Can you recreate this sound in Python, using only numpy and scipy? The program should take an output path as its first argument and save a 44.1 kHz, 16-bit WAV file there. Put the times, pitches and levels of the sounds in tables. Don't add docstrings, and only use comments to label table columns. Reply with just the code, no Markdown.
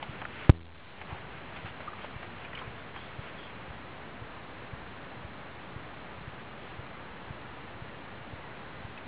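import sys
import numpy as np
from scipy import signal
from scipy.fft import rfft, irfft
from scipy.io import wavfile

SR = 44100
rng = np.random.default_rng(int(sys.argv[2]) if len(sys.argv) > 2 else 0)


def wrap_up_sound(samples):
    columns = np.atleast_2d(samples).T
    tamed = np.clip(columns, -1, 1)
    steps = np.round(tamed * 32767).astype(np.int16)
    wavfile.write(sys.argv[1], SR, steps)


N = 399987
TIME_S = np.arange(N) / SR
CONVERTER_HZ = 8000

# f/Hz, relative density/dB
HISS_SPECTRUM = [(15, -42.5), (25, -11), (59, -2), (119, 0.5), (204, -2), (237, -3.5), (366, -5),
                 (425, -5.5), (763, -6), (832, -6), (1030, -6.5), (1810, -9.5), (2850, -16.5),
                 (3860, -24.5), (4400, -30), (5720, -52), (9680, -120)]
# t/s, level/dB
DIRT_EFFORT = [(0, -52.5), (.45, -54.5), (1.15, -53.5), (1.45, -56.5), (2.05, -54), (2.6, -53.5),
               (2.85, -55.5), (3.549, -54.5), (4.1, -69.5)]
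# t/s, crunch level/dB, crunch f/Hz, crunch decay/s, thud level/dB
HOOF_BLOWS = [(.026, -34, 2870, 0.0073, -33.5), (.216, -32.5, 1460, 0.0065, -36),
              (.252, -26, 1480, .0025, -43), (1.014, -35, 1630, .007, -41.5),
              (1.144, -44, 1480, 0.0038, -40), (1.56, -41, 2390, 0.021, -46.5),
              (1.656, -43.5, 1620, 0.028, -39.5), (1.803, -36.5, 1590, .008, -47),
              (2.043, -47, 2200, 0.014, -36), (2.228, -37, 1480, 0.0064, -39),
              (2.961, -36, 1520, .009, -43.5)]
# mid t/s, length/s, level/dB, centre f/Hz
DIRT_DRAGS = [(.41, .12, -45.5, 1645), (1.119, .06, -45, 730), (1.672, .05, -49.5, 2760),
              (2.035, 0.077, -48.5, 2210), (2.595, .1, -47, 1210), (6.688, .14, -56.5, 2930)]
# t/s, peak level/dB
TACK_KNOCKS = [(1.876, -32.5), (1.8803, -29.5), (1.932, -37.5), (1.988, -41)]
# t/s, ring level/dB, f/Hz
TACK_CLINKS = [(2.448, -40, 2430), (2.531, -39.5, 1930), (2.55, -39.5, 2950), (2.574, -39, 2220),
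               (2.588, -42, 3190), (2.615, -37.5, 1010), (8.975, -43, 2560)]
# mid t/s, length/s, level/dB, f/Hz
FAR_WHISTLES = [(2.975, 0.042, -51, 3240), (3.048, 0.069, -54, 3410), (3.429, 0.078, -50.5, 3340)]


def undb(db):
    return 10 ** (np.asarray(db) / 20)


def unit(x):
    return x / np.sqrt(np.mean(x ** 2))


def add(track, at_s, sound):
    start = int(at_s * SR)
    part = sound[max(-start, 0):max(N - start, 0)]
    track[max(start, 0):max(start, 0) + len(part)] += part


def cut(x, hz, kind, order):
    return signal.sosfilt(signal.butter(order, hz, kind, fs=SR, output="sos"), x)


def resonate(x, hz, width_hz):
    return signal.lfilter(*signal.iirpeak(hz, hz / width_hz, fs=SR), x)


def grit(hz, width_hz, scatter_db):
    count = CONVERTER_HZ // 2
    clicks = rng.choice([-1, 1], count) * undb(scatter_db * rng.random(count))
    return unit(resonate(signal.resample_poly(clicks, SR, CONVERTER_HZ), hz, width_hz))


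def swell(sound, length_s):
    t = (np.arange(len(sound)) - len(sound) / 2) / SR
    return sound * np.exp(-2 * (t / length_s) ** 2)


def hiss(rms_db=-45.5):
    hz, db = np.transpose(HISS_SPECTRUM)
    bins_hz = np.maximum(np.arange(N // 2 + 1) * SR / N, 1)
    colour = undb(np.interp(np.log(bins_hz), np.log(hz), db))
    return undb(rms_db) * unit(irfft(rfft(rng.standard_normal(N)) * colour, N))


def slide(length_s, hz):
    return swell(grit(hz, width_hz=.85 * hz, scatter_db=22.0), length_s)


def sprays(rate_hz=9, jitter_s=.02, scatter_db=2.0):
    out = np.zeros(N)
    times_s, effort_db = np.transpose(DIRT_EFFORT)
    for beat_s in np.arange(0, times_s[-1], 1 / rate_hz):
        late, size = rng.standard_normal(2)
        mid_s = beat_s + jitter_s * late
        db = np.interp(mid_s, times_s, effort_db) + scatter_db * size
        spray = undb(db) * slide(length_s=.08, hz=1990)
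        add(out, mid_s - len(spray) / SR / 2, spray)
    return out


def burst(hz, width_hz, decay_s, rise_s=.00044):
    grains = unit(cut(grit(hz, width_hz, scatter_db=12.5), 1.5 * hz, "low", order=2))
    t = TIME_S[:len(grains)]
    return grains * (1 - np.exp(-t / rise_s)) * np.exp(-t / decay_s)


def hooves():
    out = np.zeros(N)
    for at_s, crunch_db, hz, decay_s, thud_db in HOOF_BLOWS:
        add(out, at_s, undb(crunch_db) * burst(hz, width_hz=.85 * hz, decay_s=decay_s))
        add(out, at_s, undb(thud_db) * burst(hz=774, width_hz=330, decay_s=.009))
    return out


def thumps(first_s=.0973, period_s=.5145, db=-32.5, scatter_db=1.3, hz=104, half_length_s=.0052):
    out = np.zeros(N)
    t = TIME_S[:SR // 20] - 1 / 40
    swing = -np.cos(2 * np.pi * hz * t) * np.exp(-(t / half_length_s) ** 2)
    for beat in range(int(TIME_S[-1] / period_s) + 1):
        slip_s = .009 * min(beat / 3, 1) ** 2
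        mid_s = first_s + beat * period_s + slip_s
        add(out, mid_s + t[0], undb(db + scatter_db * rng.standard_normal()) * swing)
    return out


def scuffs():
    out = np.zeros(N)
    for mid_s, length_s, db, hz in DIRT_DRAGS:
        drag = slide(length_s, hz)
        add(out, mid_s - len(drag) / SR / 2, undb(db) * drag)
    return out


def pop(at_s=.49475, length_s=.0045, db=3.0, coupling_hz=76, edge_hz=2150):
    jolt = -undb(db) * ((TIME_S >= at_s) & (TIME_S < at_s + length_s))
    coupled = cut(jolt, coupling_hz, "high", order=2)
    return cut(coupled, edge_hz, "low", order=2)


def buzz(at_s=.5182, hz=82.8, db=-7, t60_s=.46, pulse_s=.0008, hum_db=-30.5, hum_t60_s=.93):
    since_s = np.maximum(TIME_S - at_s, 0)
    from_pulse_s = (since_s * hz % 1 - .5) / hz
    pulses = undb(db - 60 * since_s / t60_s) * np.exp(-np.abs(from_pulse_s) / pulse_s)
    hum = undb(hum_db - 60 * since_s / hum_t60_s) * np.cos(2 * np.pi * hz * from_pulse_s)
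    return cut((pulses + hum) * (since_s > 0), hz=40, kind="high", order=1)


def ring(hz, t60_s, contact_s):
    t = TIME_S[:SR // 2]
    envelope = (1 - np.exp(-t / contact_s)) * undb(-60 * t / t60_s)
    tone = envelope * np.sin(2 * np.pi * hz * t)
    return tone / tone.max()


def knocks():
    out = np.zeros(N)
    for at_s, db in TACK_KNOCKS:
        add(out, at_s, undb(db) * ring(hz=1232, t60_s=.03, contact_s=.0014))
    return out


def clinks(rasp_db=-3.0):
    out = np.zeros(N)
    for at_s, db, hz in TACK_CLINKS:
        rasp = undb(rasp_db) * burst(hz, width_hz=1500, decay_s=.009)
        add(out, at_s, undb(db) * (ring(hz, t60_s=.036, contact_s=.002) + rasp))
    return out


def whistles():
    out = np.zeros(N)
    for mid_s, length_s, db, hz in FAR_WHISTLES:
        band = grit(hz, width_hz=260, scatter_db=6.0)
        note = swell(resonate(band, hz, width_hz=470), length_s)
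        add(out, mid_s - len(note) / SR / 2, undb(db) * note)
    return out


def scene():
    camera = hiss() + thumps() + pop() + buzz()
    horse = hooves() + knocks() + clinks() + scuffs()
    return (camera + horse + whistles() + sprays())[None]


def gain_control(x, threshold_db=-17.0, lag_s=.021, release_db_per_s=37.0):
    excess_db = np.maximum(20 * np.log10(np.abs(x) + 1e-9) - threshold_db, 0)
    climb_db = release_db_per_s * TIME_S
    duck_db = np.maximum.accumulate(excess_db + climb_db) - climb_db
    return x * undb(-np.interp(TIME_S - lag_s, TIME_S, duck_db))


def converter(x, full_scale=.7, steps=128):
    slow = signal.resample_poly(x, CONVERTER_HZ, SR)
    codes = np.clip(np.floor(slow / full_scale * steps), -steps, steps)
    smooth = signal.resample_poly(codes / steps, SR, CONVERTER_HZ, window=("kaiser", 14))[:N]
    return full_scale * np.clip(smooth, -1, 1)


def record(dry, band_hz=3550, top_hz=10200):
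    narrow = cut(gain_control(dry[0]), band_hz, "low", order=6)
    top_cut = signal.ellip(8, .2, 70, top_hz, fs=SR, output="sos")
    return signal.sosfilt(top_cut, converter(narrow))[None]


dry = scene()
out = record(dry)
wrap_up_sound(out)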